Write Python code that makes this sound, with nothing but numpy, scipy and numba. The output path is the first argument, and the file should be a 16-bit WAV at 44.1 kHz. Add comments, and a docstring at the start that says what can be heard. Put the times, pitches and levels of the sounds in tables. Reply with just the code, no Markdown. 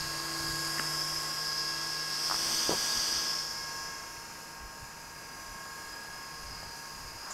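"""Two small fans sing and hiss over a steady buzzing whine: a radio-controlled car stands powered up on
paving. The fan blades chop the air into tones, their draught rings the gaps between heat-sink fins, and
current pulses in the electronics make the whine. A hand-held camera moves close over the car and then
backs away, so the sound weakens and changes colour. A breeze rumbles on the microphone, the camera body
creaks in the hand, and a shoe scuffs at the end."""
import sys
import numpy as np
from scipy import signal
from scipy.fft import rfft, irfft
from scipy.io import wavfile
from scipy.ndimage import uniform_filter1d, map_coordinates
from numba import njit

SR = 44100
rng = np.random.default_rng(int(sys.argv[2]) if len(sys.argv) > 2 else 0)


def generate_wav(sig):
    """Save sig (samples, or channels by samples) to the path in sys.argv[1] as 16-bit PCM at SR."""
    pcm = np.round(np.clip(np.atleast_2d(sig).T, -1, 1) * 32767).astype(np.int16)
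    wavfile.write(sys.argv[1], SR, pcm)


N = 323253
CLOSE_M, CROUCH_M, STANDING_M = .1, .18, .51  # microphone distances from the fans

# Path of the microphone. Each row: time in seconds, distance from the fans in metres.
MIC_DISTANCE = [(0, .12), (.75, .095), (1.2, .11), (1.55, 0.18), (1.95, 0.18), (2.45, .08), (3.1, 0.12),
                (3.6, 0.31), (4.25, 0.43), (4.7, 0.62), (5.2, 0.53), (5.8, .46), (7.33, 0.5)]
# Blade-passing tone of the motor fan. Each row: time in seconds, frequency in Hz.
BLADE_PITCH = [(0.0, 1649), (4.49, 1650), (4.74, 1653), (7.0, 1658), (7.33, 1651)]
# Strength of that tone. Each row: time in seconds, relative level in dB.
BLADE_LEVEL = [(0.0, -50.5), (1.12, -46), (1.59, -50.5), (1.71, -46), (2.28, -52.5), (3.27, -46),
               (3.49, -51.5), (3.96, -52.5), (4.2, -63), (5.25, -65), (5.64, -55.5), (6.15, -53),
               (7.29, -69), (7.33, -59)]
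# Weak motor fan overtones. Each row: multiple of the shaft rate, dB against the blade tone close by.
MOTOR_OVERTONES = [(2, -21), (3, -22), (4, -16), (6, -19), (10, -13), (11, -25), (12, -22), (14, -15),
                   (16, -12), (18, -17), (20, -17), (21, -25), (25, -26)]
# Shaft-rate hum of the speed controller's fan. Each row: time in seconds, level in dB.
CONTROLLER_HUM = [(0, -50.5), (1.1, -49.5), (1.5, -57.5), (2.1, -54.5), (3.1, -59.5), (4.3, -64),
                  (7.33, -65.5)]
# Harmonic series. Each row: harmonic number, relative dB close by, at half height, at standing height.
CONTROLLER_OVERTONES = [(3, -61, -66, -68), (5, -70, -72, -76), (6, -56.5, -53, -55.5), (7, -63, -59, -62),
                        (8, -66, -62, -62), (9, -67, -66, -69), (10, -72, -72, -75), (11, -66, -69, -71),
                        (12, -72, -71, -75), (13, -66, -68, -74), (14, -70, -63, -69), (15, -74, -74, -77),
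                        (16, -75, -75, -78), (18, -76, -76, -79)]
WHINE_OVERTONES = [(4, -61, -61, -67), (5, -56, -62, -71), (6, -66, -70, -77), (7, -67, -73, -81),
                   (8, -59, -62, -65), (9, -59, -60, -64), (10, -57, -54, -66), (11, -56, -50, -61),
                   (12, -54, -56, -67), (13, -57, -60, -66), (14, -68, -67, -74), (15, -70, -70, -76),
                   (16, -66, -70, -78), (21, -68, -76, -84), (22, -64, -72, -75), (23, -70, -74, -80),
                   (24, -67, -67, -78), (25, -66, -68, -75)]
# Strongest tones of the whine. Each row: time in seconds, dB of harmonic 2, dB of harmonic 3.
WHINE_MAIN_TONES = [(0, -47.5, -59), (1, -45.5, -55), (2, -48.5, -55), (2.85, -51, -58), (3.4, -49, -56),
                    (3.95, -52.5, -54.5), (4.3, -61, -57.5), (4.6, -50.5, -54.5), (5.1, -61.5, -58.5),
                    (5.65, -54, -51.5), (6.4, -56, -58), (7.33, -60, -58)]
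# Resonance of the air between the fins. Each row: time in seconds, frequency in Hz, level in dB.
FIN_RESONANCE = [(0, 4950, -40.5), (.25, 4860, -40.5), (.7, 4960, -38.5), (1.05, 5160, -35.5),
                 (1.32, 5080, -39.5), (1.52, 5070, -35), (1.92, 5050, -39), (2.35, 5140, -34),
                 (2.55, 4900, -34), (2.76, 4870, -36.5), (3.05, 4800, -34), (3.35, 5180, -35.5),
                 (3.67, 5150, -43.5), (4.4, 5180, -54.5), (5.1, 4900, -58), (5.45, 4890, -53.5),
                 (5.8, 4980, -55), (6.2, 5020, -50), (6.38, 4950, -52.5), (6.55, 4930, -48.5),
                 (6.8, 4900, -51), (7.33, 4970, -51)]
# Damping of that resonance. Each row: time in seconds, bandwidth of each filter stage in Hz.
FIN_BANDWIDTH = [(0, 1500), (1, 596), (1.5, 780), (2.3, 900), (2.6, 680), (3.05, 620), (3.4, 895),
                 (4.2, 940), (4.8, 350), (5.5, 290), (6.5, 380), (7.33, 520)]
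# Draught behind the motor fan. Each row: time in seconds, level in dB, higher fin resonance in Hz.
DRAUGHT_FLOW = [(0, -64, 6700), (.65, -62, 6600), (1.3, -57.5, 5600), (2.05, -57, 5300),
                (2.55, -43.5, 5900), (3.2, -45.5, 5790), (3.55, -62, 5400), (4.4, -81, 5500),
                (7.33, -73, 5400)]
# Band cancelled by a chassis reflection. Each row: time in seconds, centre in Hz, depth from 0 to 1.
CANCELLED_BAND = [(0, 3750, 0), (1, 4230, .9), (1.45, 4160, 0), (2.2, 3900, .05), (2.5, 4005, .85),
                  (3.3, 4000, .85), (3.8, 3900, 0.3), (7.33, 4450, 0.1)]
# Gusts on the microphone. Each row: time of the peak in seconds, level in dB, half-length in seconds.
WIND_GUSTS = [(.01, -45, 0.13), (.49, -46.5, 0.086), (2.982, -48, .025), (3.16, -53, .035),
              (4.19, -53, .04), (4.642, -47, 0.049), (4.834, -46, .025), (5.522, -51, 0.056),
              (6.504, -48.5, 0.11), (6.676, -55, .04), (7.06, -48, 0.11)]
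# Slips of the camera body. Each row: start in seconds, peak in dB, ring in Hz, time constant in ms.
BODY_SLIPS = [(.7835, -28, 1800, .5), (.7925, -27, 1900, .5), (.7952, -30, 2900, .35),
              (.7968, -19, 1500, .35), (.7970, -29, 300, .7), (2.2993, -22, 1050, .3),
              (2.3120, -18, 1150, .4), (2.3210, -21, 1100, .35), (2.3305, -27, 1050, .35),
              (2.3436, -22, 1100, .3), (2.6932, -18, 430, .6), (2.7110, -23, 380, .8),
              (2.7290, -26, 600, .6), (2.7340, -27, 400, .8), (5.658, -40, 1200, .5), (6.048, -37, 850, .7),
              (6.090, -39, 900, .7), (6.629, -38, 700, .8)]

# Spectra of the noise sources. Each row: frequency in Hz, relative spectral density in dB.
NEAR_HISS_SPECTRUM = [(3000, -25), (3900, 2), (4500, 4), (6000, -12), (7100, 8), (7550, 4), (8300, 6.5),
                      (9100, -0.5), (9800, 4), (10700, 1), (11450, 4.5), (12300, -3), (13200, -4),
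                      (14200, -13)]
FAR_HISS_SPECTRUM = [(3000, -18), (3900, -2), (4350, 3.5), (4700, -5), (5500, 2.5), (6050, 1), (6650, 7.5),
                     (7600, 1.5), (8950, -3), (9900, 1.5), (10900, -3), (12000, -1.5), (13400, -5),
                     (14400, -13.5)]
NEAR_RUSH_SPECTRUM = [(40, -7), (120, -3.5), (230, -1.5), (500, 2), (950, 3), (1300, 5), (1750, 1.5),
                      (2150, -0.5), (2700, -2.5), (3200, -5), (4000, -28), (5000, -31), (16000, -45)]
FAR_RUSH_SPECTRUM = [(40, -13), (120, -0.5), (210, 2), (330, 0), (520, -1), (950, 2.5), (1300, 0.5),
                     (1700, 0), (2050, -4.5), (2700, -2.5), (3200, -12.5), (4000, -19), (5000, -28),
                     (16000, -51)]
DRAUGHT_SPECTRUM = [(100, -10), (180, -10), (228, 8), (280, -8.5), (650, -3.5), (1400, 0.5), (2000, -3.5),
                    (2600, -2), (3350, 6.5), (3800, 1.5), (4030, 0), (4450, 9.5), (6400, 0.5), (7300, -5.5),
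                    (8600, 3), (9400, -24), (13000, -6), (16000, -23)]
BREEZE_SPECTRUM = [(10, -2), (25, -0.5), (45, 3.5), (80, -1), (130, -6.5), (250, -20.5), (1000, -55)]
RUB_SPECTRUM = [(60, -8), (170, -1), (380, 1), (750, -3), (1200, -3), (1700, -20), (5000, -40)]
SCRAPE_SPECTRUM = [(200, -16), (700, -1), (1100, 8), (1800, -3), (3500, -23), (6000, -24), (16000, -34)]
GRIT_SPECTRUM = [(2000, -28), (6000, -3), (7100, 4), (8000, -10), (12500, -23), (14000, -13), (16000, -39)]


def undb(db):
    """Amplitude grows tenfold with every 20 dB."""
    return 10 ** (np.asarray(db) / 20)


def curves(table):
    """Linear interpolation in time gives each later column of a table one value a sample."""
    times, *columns = np.transpose(table)
    return [np.interp(np.arange(N) / SR, times, column) for column in columns]


def drift(rate_hz):
    """Random steps, smoothed twice, form a band-limited fluctuation with a spread near 1."""
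    hold = max(int(SR / rate_hz), 1)
    steps = np.repeat(rng.standard_normal(N // hold + 1), hold)
    return 1.37 * uniform_filter1d(uniform_filter1d(steps, hold), hold)[:N]


def swell(start_s, end_s, attack_s, release_s):
    """An envelope with Gaussian flanks rises up to the start, holds, and falls after the end."""
    t = np.arange(N) / SR
    before, after = np.minimum(t - start_s, 0), np.maximum(t - end_s, 0)
    return np.exp(-(before / attack_s) ** 2 - (after / release_s) ** 2)


def noise(spectrum, band_hz=(0, SR)):
    """Spectral weighting colours white noise; the part inside the band has rms 1."""
    hz = np.maximum(np.arange(N // 2 + 1) * SR / N, 1)
    points_hz, db = np.transpose(spectrum)
    bins = rfft(rng.standard_normal(N)) * undb(np.interp(np.log(hz), np.log(points_hz), db))
    in_band = (hz > band_hz[0]) * (hz < band_hz[1])
    return irfft(bins, N) / np.std(irfft(bins * in_band, N))


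@njit
def bandpass(x, hz, width_hz):
    """A damped second-order resonator, in state-variable form, passes a moving band."""
    y, band_state, low_state = np.empty(len(x)), 0., 0.
    for i in range(len(x)):
        tuning, damping = np.tan(np.pi * hz[i] / SR), width_hz[i] / hz[i]
        band = (band_state + tuning * (x[i] - low_state)) / (1 + tuning * (tuning + damping))
        band_state = 2 * band - band_state
        low_state += 2 * tuning * band
        y[i] = damping * band
    return y


def distance():
    """The path length from fans to microphone, in metres, governs level and colour."""
    return np.maximum(curves(MIC_DISTANCE)[0], CLOSE_M / 2)


def heard_db(close_db, loss_db):
    """Spreading sound loses loss_db with each doubling of the distance from CLOSE_M."""
    return close_db - loss_db * np.log2(distance() / CLOSE_M)


def height():
    """Normalised distance runs from 0 close over the chassis to 1 at standing height."""
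    return np.clip((distance() - CROUCH_M) / (STANDING_M - CROUCH_M), 0, 1)


def by_height(near, far):
    """Independent noises add in power, so square-root weights blend them evenly as the microphone rises."""
    up = height()
    return np.sqrt(1 - up) * near + np.sqrt(up) * far


def phase(hz, wobble_hz):
    """Phase is the integral of frequency, which here wobbles a little."""
    return 2 * np.pi * np.cumsum(hz + wobble_hz * drift(25)) / SR


def tone(angle, multiple, db, waver_db):
    """A harmonic of rms level db wavers as the microphone moves through the sound field."""
    offset = 2 * np.pi * rng.random()
    amplitude = np.sqrt(2) * undb(db + waver_db * drift(5.07))
    return amplitude * np.sin(round(multiple) * angle + offset)


def overtones(angle, series, gain_db, waver_db):
    """Harmonics superpose in a balance that depends on the height of the microphone."""
    up = height()
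    return sum(tone(angle, multiple, gain_db + np.interp(up, (0, .5, 1), levels), waver_db)
               for multiple, *levels in series)


def motor_fan(blade_count=5):
    """Blades sing at the blade-passing frequency, blade count times shaft rate; imbalance hums below."""
    blade_hz, = curves(BLADE_PITCH)
    blade_db = curves(BLADE_LEVEL)[0] + 2.5
    shaft = phase(blade_hz / blade_count, wobble_hz=.25)
    blades = tone(shaft, blade_count, blade_db, waver_db=2.4)
    hum = tone(shaft, 1, heard_db(-50.5, loss_db=9.5), waver_db=2.5)
    third_harmonic = tone(shaft, 3 * blade_count, heard_db(-45.5, loss_db=6.1), waver_db=3.5)
    weak = sum(tone(shaft, multiple, blade_db + db, waver_db=-.5) for multiple, db in MOTOR_OVERTONES)
    directivity = undb(-5 * height())  # the weak overtones beam sideways and reach less far upwards
    return blades + hum + third_harmonic + weak * directivity


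def controller_fan(start_hz=151.1, final_hz=154.85, settle_s=2.1):
    """A slower, quieter fan radiates harmonics of a shaft rate that creeps exponentially to its limit."""
    shaft_hz = final_hz + (start_hz - final_hz) * np.exp(-np.arange(N) / SR / settle_s)
    shaft = phase(shaft_hz, wobble_hz=.08)
    hum_db, = curves(CONTROLLER_HUM)
    hum = tone(shaft, 1, hum_db, waver_db=1.9)
    return hum + overtones(shaft, CONTROLLER_OVERTONES, gain_db=-.6, waver_db=1.5)


def electronics(pulse_hz=540.45):
    """Periodic current pulses give a harmonic series; its third harmonic beats with the blade tone."""
    second_db, third_db = curves(WHINE_MAIN_TONES)
    clock = phase(pulse_hz, wobble_hz=.04)
    strong = tone(clock, 2, second_db, waver_db=-.03) + tone(clock, 3, third_db, waver_db=-.03)
    return strong + overtones(clock, WHINE_OVERTONES, gain_db=-1.96, waver_db=2.5)


def air_resonance(hz, width_hz):
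    """Broadband turbulence excites a steep-sided resonance, with rms 1 at any width."""
    width = width_hz * np.ones(N)
    turbulence = rng.standard_normal(N)
    ring = bandpass(bandpass(turbulence, hz, width), hz, width) / np.sqrt(width)
    return ring / np.std(ring)


def chassis_echo(x, share, delay_ms, sway_ms):
    """A reflection off the chassis forms a comb filter, which drifts as the hand sways."""
    lag = (delay_ms + sway_ms * drift(2.5)) * SR / 1000
    echo = map_coordinates(x, [np.arange(N) - lag], order=3, mode="nearest")
    return (x + share * echo) / np.sqrt(1 + share ** 2)


def fin_hiss():
    """Turbulent fan air hisses over the heat sink and drives the gaps between its fins into resonance."""
    ring_hz, ring_db = curves(FIN_RESONANCE)
    width_hz, = curves(FIN_BANDWIDTH)
    band_hz = (7200, 13000)
    hiss = by_height(noise(NEAR_HISS_SPECTRUM, band_hz), noise(FAR_HISS_SPECTRUM, band_hz))
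    hiss = chassis_echo(hiss, share=.2, delay_ms=.5, sway_ms=.04)
    ring = air_resonance(ring_hz, width_hz) * undb(ring_db + .77 * drift(30))
    return ring + hiss * undb(heard_db(-45.5, loss_db=4.68) + .6 * drift(12))


def airflow():
    """Flow noise spreads as a low rush; the draught behind the motor fan excites a higher fin resonance."""
    draught_db, ring_hz = curves(DRAUGHT_FLOW)
    band_hz = (480, 880)
    rush = by_height(noise(NEAR_RUSH_SPECTRUM, band_hz), noise(FAR_RUSH_SPECTRUM, band_hz))
    draught = noise(DRAUGHT_SPECTRUM, band_hz=(2850, 3900))
    ring_db = -7 + .69 * draught_db  # the ring grows more slowly than the draught that drives it
    ring = air_resonance(ring_hz, width_hz=930) * undb(ring_db + .56 * drift(20))
    rush *= undb(heard_db(-52, loss_db=2.49) + .2 * drift(9.9))
    draught *= undb(draught_db + .8 * drift(7.5))
    return rush + draught + ring


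def chassis_notch(x, width_hz=350):
    """Destructive interference near the chassis cancels a band that moves with the microphone."""
    hz, depth = curves(CANCELLED_BAND)
    return x - np.clip(depth, 0, 1) * bandpass(x, hz, np.full(N, width_hz, dtype=float))


def breeze():
    """Pressure fluctuations rumble on the microphone; gusts and gently stirring air add in power."""
    gusts = sum(undb(db) * swell(peak_s, peak_s, half_s, half_s) for peak_s, db, half_s in WIND_GUSTS)
    calm = undb(-61.5 + 2.5 * drift(5.3))
    return noise(BREEZE_SPECTRUM) * np.hypot(calm, gusts * undb(.99 * drift(14)))


def camera_creaks():
    """Each slip of the plastic body excites a heavily damped vibration of very few cycles."""
    out, t = np.zeros(N + SR), np.arange(SR // 20) / SR
    for start_s, peak_db, ring_hz, time_constant_ms in BODY_SLIPS:
        age = 1000 * t / time_constant_ms
        burst = age ** 2 * np.exp(-age) * np.sin(2 * np.pi * ring_hz * t)
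        start = int(start_s * SR)
        out[start:start + len(t)] += undb(peak_db) * burst / np.abs(burst).max()
    return out[:N]


def finger_rub():
    """Stick-slip friction of a finger on the camera body makes a brief, rough noise."""
    press = swell(start_s=2.694, end_s=2.738, attack_s=.0044, release_s=.015)
    return noise(RUB_SPECTRUM) * press * undb(-35 + 1.5 * drift(400))


def shoe_scuff(scrape_s=7.3, grit_s=7.325):
    """Sliding friction makes a sole scrape unevenly over the paving and grind grit as it stops."""
    scrape = noise(SCRAPE_SPECTRUM) * undb(-47) * swell(scrape_s, scrape_s, attack_s=.1, release_s=.15)
    grit = noise(GRIT_SPECTRUM) * undb(-42) * swell(grit_s, grit_s, attack_s=.022, release_s=.15)
    return (scrape + grit) * undb(1.5 * drift(120))


def scene():
    """Sound pressures superpose at one microphone, which feeds both channels alike."""
    car = motor_fan() + controller_fan() + electronics() + chassis_notch(fin_hiss() + airflow())
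    mono = car + camera_creaks() + finger_rub() + breeze() + shoe_scuff()
    return np.array([mono, mono])


def record(dry, cutoff_hz=15650):
    """A steep low-pass filter limits the bandwidth of the camera."""
    return signal.sosfilt(signal.ellip(10, .1, 80, cutoff_hz, fs=SR, output="sos"), dry)


dry = scene()
out = record(dry)
generate_wav(out)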